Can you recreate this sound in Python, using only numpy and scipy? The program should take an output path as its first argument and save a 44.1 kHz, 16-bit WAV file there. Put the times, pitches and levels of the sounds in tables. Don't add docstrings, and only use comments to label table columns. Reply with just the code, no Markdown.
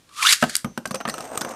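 import sys
import numpy as np
from scipy import signal
from scipy.fft import rfft, irfft
from scipy.io import wavfile
from scipy.ndimage import uniform_filter1d

SR = 44100
rng = np.random.default_rng(int(sys.argv[2]) if len(sys.argv) > 2 else 0)


def wrap_up_sound(samples):
    columns = np.atleast_2d(samples).T
    tamed = np.clip(columns, -1, 1)
    steps = np.round(tamed * 32767).astype(np.int16)
    wavfile.write(sys.argv[1], SR, steps)


N = 68355
T = np.arange(N) / SR

# (frequency [Hz], level [dB])
RASP_SPECTRUM = [(100, -24), (350, -24.5), (700, -21.5), (1200, -5), (2200, -1.5), (4000, 0.5), (6000, -3),
                 (9000, -4), (12500, -13.5), (16000, -33)]
SNAP_SPECTRUM = [(60, -60), (450, -41), (850, -20.5), (1600, 6.5), (2600, -3), (4700, 3), (5400, -2.5),
                 (7000, -1.5), (9500, -4), (12500, -15.5), (16000, -29)]
# (time [s], floor boom [dB], shell knock [dB], tick [dB], spot pitch [Hz], wheel [dB])
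STRIKES = [(0.425, -6, -15.5, -20.5, 1290, -62), (0.4282, -24, -12.5, -41, 1541, -62),
           (0.4378, -44, -15, -21, 719, -62), (0.6453, -11, -24.5, -26.5, 1232, -51.5),
           (.7760, -19.5, -26, -25.5, 1516, -75), (0.8546, -31, -24.5, -38, 1590, -50),
           (0.8571, -31, -37, -23.5, 1560, -62), (0.874, -28.5, -52, -30, 1090, -57),
           (.9090, -18.5, -26, -26.5, 1145, -53), (0.915, -27, -57, -30, 1090, -48),
           (0.9436, -61, -26, -59, 550, -54), (0.9458, -52, -25, -20.5, 550, -43),
           (0.9552, -38, -26.5, -26, 540, -62), (1.0035, -36, -30, -39, 710, -68),
           (1.010, -58, -28.5, -34.5, 1375, -67), (1.053, -29.5, -20.5, -37, 1215, -55),
           (1.074, -30, -32, -42, 1270, -63), (1.078, -23.5, -26.5, -27.5, 1806, -61),
           (1.087, -61, -25, -26, 1123, -61), (1.096, -26.5, -30, -21.5, 1980, -50.5),
           (1.099, -34, -30.5, -25, 1830, -40), (1.140, -50, -27, -26, 1310, -66),
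           (1.181, -55, -29.5, -29, 1290, -70), (1.206, -57, -32.5, -28.5, 1230, -55),
           (1.3751, -31, -24.5, -17, 1230, -46.5), (1.41, -64, -25, -21, 850, -61),
           (1.4149, -43, -24.5, -19, 1454, -43.5), (1.448, -37, -26, -28.5, 803, -68),
           (1.491, -60, -58, -32, 564, -57)]
# (frequency [Hz], level [dB], t60 [s])
DISH_MODES = [(108, -12, .08), (150, -9, .11), (188, -13, .08), (227, -2.5, .115), (262, -9, .1),
              (325, -16, .14), (435, -19, .12), (540, -10, .09), (642, -8, .08), (730, -7, .08),
              (812, -9, .07), (1080, -8, .05), (1230, -6, .045), (1540, -9, .045)]
PART_MODES = [(3970, -6, 0.031), (7120, 1.5, 0.014), (7290, -3, 0.033), (8200, -4, 0.052), (8600, 3, 0.007),
              (9700, -32, 0.042), (12200, -8, 0.08), (12830, -5.5, 0.05), (13400, -23, 0.049),
              (13940, -16, 0.073)]


def undb(db):
    return 10 ** (np.asarray(db) / 20)


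def unit(x):
    return x / np.sqrt(np.mean(x ** 2))


def curve(rows, column=1):
    rows = np.array(rows)
    fade_in = np.exp(np.minimum(T - rows[0, 0], 0) * 100)
    return undb(np.interp(T, rows[:, 0], rows[:, column])) * fade_in


def colour(x, spectrum):
    hz, db = np.array(spectrum).T
    bins_hz = np.maximum(np.fft.rfftfreq(N, 1 / SR), 1)
    return unit(irfft(rfft(x) * undb(np.interp(np.log(bins_hz), np.log(hz), db)), N))


def noise(spectrum):
    return colour(rng.standard_normal(N), spectrum)


def tinted(spectrum, count=40, spread_db=4):
    hz, db = np.array(spectrum).T
    grid_hz = np.geomspace(hz[0], hz[-1], count)
    grid_db = np.interp(np.log(grid_hz), np.log(hz), db) + spread_db * rng.standard_normal(count)
    return noise(np.c_[grid_hz, grid_db])


def wander(hz):
    size = int(SR / hz)
    return unit(uniform_filter1d(uniform_filter1d(rng.standard_normal(N), size), size))


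def grains(per_s, spread_db=3.5):
    hits = (rng.random(N) < per_s / SR) * rng.choice([-1, 1], N)
    return hits * undb(spread_db * rng.standard_normal(N))


def fade(start_s, t60_s):
    return (T >= start_s) * np.exp(-np.log(1000) * np.maximum(T - start_s, 0) / t60_s)


def burst(start_s, t60_s, contact_s=0.00037):
    return fade(start_s, t60_s) * (1 - np.exp(-np.maximum(T - start_s, 0) / contact_s))


def ring(modes):
    out = np.zeros(N)
    for hz, db, t60_s in modes:
        t = T[T < 2 * t60_s]
        out[:len(t)] += undb(db) * np.exp(-np.log(1000) * t / t60_s) * np.sin(2 * np.pi * hz * t)
    return out


def through(x, response):
    return signal.fftconvolve(x, response)[:N]


def ripcord(jitter=.058, flutter_db=4, bright_hz=1395, mesh_depth=0.37, release_t60_s=0.15):
    # (time [s], tooth rate [Hz])
    speed = [(.10, 1143), (.18, 1170), (.213, 1291), (.236, 985.3), (.252, 1246), (.262, 1415),
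             (.278, 1710), (.294, 2050), (.335, 2510)]
    # (time [s], rasp [dB], whine [dB])
    pull = [(.07, -78, -71), (.13, -51, -51), (.165, -42.5, -47.5), (.19, -34.5, -28), (.217, -28, -28.5),
            (.242, -20.5, -23), (.258, -22, -15.5), (.295, -17, -23), (.315, -17, -22.5),
            (.331, -15, -24.5), (.348, -30, -59)]
    harmonics_db = [6, -0.5, -1.5, 1]
    # (frequency [Hz], level [dB], t60 [s])
    housing_modes = [(1220, 3.5, 0.0054), (1320, -2.5, 0.0058), (1620, -19, 0.0088), (2180, -3.5, 0.0128),
                     (2270, -6, 0.025), (2843, 3.5, 0.023), (3400, 8, 0.0083), (3830, -2, 0.019),
                     (4660, -10, 0.016)]
    tooth_hz = np.interp(T, *np.array(speed).T)
    phase = 2 * np.pi * np.cumsum(tooth_hz * (1 + jitter * wander(890))) / SR
    brightness = np.minimum(tooth_hz / bright_hz, 1) ** 10
    teeth = sum(brightness ** k * undb(db + flutter_db * wander(490)) * np.sin((k + 1) * phase)
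                for k, db in enumerate(harmonics_db))
    housing = through(np.gradient(teeth), ring(housing_modes))
    release_s = pull[-1][0]
    pulling = T < release_s
    whine = (housing / np.std(housing[pulling]) + undb(-3.5) * teeth / np.std(teeth[pulling])) / 2 ** .5
    meshing = (1 + mesh_depth * np.cos(phase)) ** 2
    rasp = unit(colour(rng.standard_normal(N) * meshing, RASP_SPECTRUM) * undb(1.5 * wander(220)))
    engaged = pulling + fade(release_s, release_t60_s)
    return engaged * (rasp * curve(pull) + whine * curve(pull, column=2))


def clacks():
    # (time [s], level [dB], t60 [s], tilt [dB/octave])
    hits = [(0.091, -47.5, 0.037, -1.5), (0.324, -9.5, 0.068, 3.4), (0.495, -25.5, 0.062, 0.5),
            (0.5533, -6, .013, 5.4), (0.5655, -7, 0.0085, 12)]
    out = np.zeros(N)
    for start_s, level_db, t60_s, tilt in hits:
        spectrum = [(hz, db + tilt * np.log2(hz)) for hz, db in SNAP_SPECTRUM]
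        out += undb(level_db) * burst(start_s, t60_s) * noise(spectrum)
    return out


def catches(sigma_s=0.0027, grit_hz=910):
    # (time [s], level [dB], squeak pitch [Hz])
    snags = [(0.2288, -18, 2380), (0.2705, -14, 3640), (0.2925, -12.5, 4080), (0.3272, -23, 4680)]
    out = np.zeros(N)
    for peak_s, db, hz in snags:
        squeak = np.sqrt(2) * np.sin(2 * np.pi * hz * T + wander(grit_hz))
        envelope = undb(db) * np.exp(-.5 * ((T - peak_s) / sigma_s) ** 2)
        out += envelope * (squeak + undb(-3) * noise(RASP_SPECTRUM))
    return out


def freewheel(stop_t60_s=0.15):
    # (time [s], level [dB])
    levels = [(.32, -36), (.35, -29), (.39, -40.5), (.42, -31), (.47, -40.5), (.53, -38.5), (.555, -33.5),
              (.59, -42)]
    stop_s = levels[-1][0]
    running = (T < stop_s) + fade(stop_s, stop_t60_s)
    return colour(grains(6000), SNAP_SPECTRUM) * curve(levels) * running


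def dish_strikes(floor_below_hz=480, spread_db=2, thud_hz=208.3, lag_s=0.001102):
    shapes = np.array([ring([mode]) for mode in DISH_MODES])
    is_floor = np.array(DISH_MODES)[:, 0] < floor_below_hz
    alternating = (-1) ** np.arange(len(DISH_MODES))
    thud = ring([(thud_hz, -3.5, 0.045)])
    out = np.zeros(N)
    for start_s, boom_db, knock_db, _, spot_hz, _ in STRIKES:
        scatter = rng.standard_normal(len(DISH_MODES))
        gains = undb(np.where(is_floor, boom_db - 12, knock_db - 6.5) + spread_db * scatter)
        signs = np.where(is_floor, alternating, -np.sign(scatter[::-1]))
        body = (gains * signs) @ shapes - undb(boom_db) * thud
        strike = ring([(spot_hz, knock_db + 2, .04)]) + np.interp(T - lag_s, T, body)
        i = int(start_s * SR)
        out[i:] += strike[:N - i]
    return out


def dish_wash(knock_t60_s=0.038, hollow_t60_s=0.16):
    # (frequency [Hz], level [dB])
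    shell_spectrum = [(100, -1.5), (220, 9), (380, -4.5), (650, 3.5), (920, 0), (1250, 3.5), (1700, 0),
                      (2200, -5), (2800, -2), (5000, -21.5), (10000, -36)]
    hollow_spectrum = [(60, -1), (150, -2.5), (260, 2.5), (400, -5), (700, -7), (1500, -23), (3000, -49)]
    knock_energy, hollow_energy = np.zeros((2, N))
    for start_s, boom_db, knock_db, *_ in STRIKES:
        knock_energy += (undb(knock_db) * fade(start_s, knock_t60_s)) ** 2
        hollow_energy += (undb(boom_db) ** 2 + undb(knock_db) ** 2) * fade(start_s, hollow_t60_s) ** 2
    hollow = undb(-16) * np.sqrt(hollow_energy) * noise(hollow_spectrum)
    return hollow + np.sqrt(knock_energy) * noise(shell_spectrum)


def parts_jingle(detune=.012, spread_db=4.5):
    out = np.zeros(N)
    for start_s, _, _, tick_db, _, _ in STRIKES:
        scatter = rng.standard_normal((len(PART_MODES), 2))
        modes = [(hz * (1 + detune * shift), db + tick_db - 15 + spread_db * push, t60_s)
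                 for (hz, db, t60_s), (shift, push) in zip(PART_MODES, scatter)]
        i = int(start_s * SR)
        out[i:] += ring(modes)[:N - i]
    return out


def wheel_ring(spread_db=2.5):
    # (frequency [Hz], level [dB], t60 [s])
    modes = [(5497, -9, .6), (5803, -10, .5), (5979, -4, .6), (6290, 1, .6)]
    feeds = np.zeros((len(modes), N))
    for start_s, *_, wheel_db in STRIKES:
        feeds[:, int(start_s * SR)] += undb(wheel_db + spread_db * rng.standard_normal(len(modes))) ** 2
    out = np.zeros(N)
    for (hz, db, t60_s), feed in zip(modes, feeds):
        energy = np.abs(through(feed, fade(0, t60_s) ** 2))
        out += undb(db) * np.sqrt(energy) * np.sin(2 * np.pi * hz * T)
    return out


def tip_ticks(t60_s=0.019):
    # (frequency [Hz], level [dB])
    spectrum = [(500, -10.5), (1500, -34), (4200, 2.5), (6400, -5), (7400, -6.5), (7900, 0.5), (8500, 3),
                (10500, -7.5), (12700, -18), (16000, -35)]
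    return sum(undb(tick_db) * burst(start_s, t60_s) * tinted(spectrum)
               for start_s, _, _, tick_db, _, _ in STRIKES)


def shaken(modes, force, travel_db=3, travel_hz=18):
    out = np.zeros(N)
    for hz, db, t60_s in modes:
        drive = grains(2000) * force * undb(travel_db * wander(travel_hz))
        out += undb(db) * unit(through(drive, ring([(hz, 0, t60_s)])))
    return unit(out)


def rolling(spin_hz=76.8, spin_depth=0.36, rattle_db=4.5):
    # (time [s], rumble [dB], hiss [dB])
    levels = [(.78, -108, -95), (.88, -55.5, -83), (.98, -47.5, -50), (1.04, -58, -82), (1.10, -42.5, -51),
              (1.22, -38, -42), (1.29, -39.5, -45.5), (1.355, -32.5, -37.5), (1.40, -39.5, -60),
              (1.47, -33, -41.5), (1.55, -37, -47)]
    # (frequency [Hz], level [dB])
    rumble_spectrum = [(60, 0), (140, -10), (230, -21), (450, 0), (800, 1.5), (1300, -4), (1900, -11.5),
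                       (4000, -37)]
    hiss_spectrum = [(1000, 1), (2500, 0.5), (4500, -6.5), (6600, -1), (8400, -5), (11500, -14),
                     (12600, -11), (14000, -10), (15500, -38)]
    # (frequency [Hz], gain [dB])
    dish_coupling = [(100, -36), (230, -0.5), (430, 16), (800, 4.5), (1500, -4)]
    parts_coupling = [(4000, -11), (7400, -21), (8300, 25), (9300, -7), (12500, -4), (14000, -1)]
    pressure = 1 + spin_depth * np.sin(2 * np.pi * spin_hz * T)
    dish = colour(grains(3500) * pressure, rumble_spectrum)
    dish += undb(1.5) * colour(shaken(DISH_MODES, pressure), dish_coupling)
    rattle = pressure * undb(rattle_db * wander(190))
    top = colour(grains(12000) * rattle, hiss_spectrum)
    top += undb(-5) * colour(shaken(PART_MODES, rattle), parts_coupling)
    return unit(dish) * curve(levels) + unit(top) * curve(levels, column=2)


def scene(room_db=-16, room_gap_s=0.0074, room_t60_s=0.2, air_db=-51):
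    # (frequency [Hz], level [dB])
    room_spectrum = [(100, 11.5), (400, 5.1), (2000, 0.43), (6000, 3.6), (16000, 2)]
    air_spectrum = [(25, 22.5), (110, 8), (300, 1), (700, -7.5), (3500, -8.5), (9000, -13), (16000, -26)]
    launcher = ripcord() + freewheel() + catches() + clacks()
    bounces = dish_strikes() + parts_jingle() + wheel_ring() + tip_ticks() + dish_wash()
    direct = launcher + bounces + rolling()
    tail = noise(room_spectrum) * fade(room_gap_s, room_t60_s)
    room = through(direct, tail / np.sqrt(np.sum(tail ** 2)))
    return (direct + undb(room_db) * room + undb(air_db) * noise(air_spectrum))[None]


def record(dry, low_cut_hz=115, ceiling=.72, high_cut_hz=15400):
    thin = signal.sosfilt(signal.butter(2, low_cut_hz, "high", fs=SR, output="sos"), dry)
    soft = thin / (1 + (thin / ceiling) ** 8) ** (1 / 8)
    return signal.sosfilt(signal.ellip(8, .2, 70, high_cut_hz, fs=SR, output="sos"), soft)


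dry = scene()
out = record(dry)
wrap_up_sound(out)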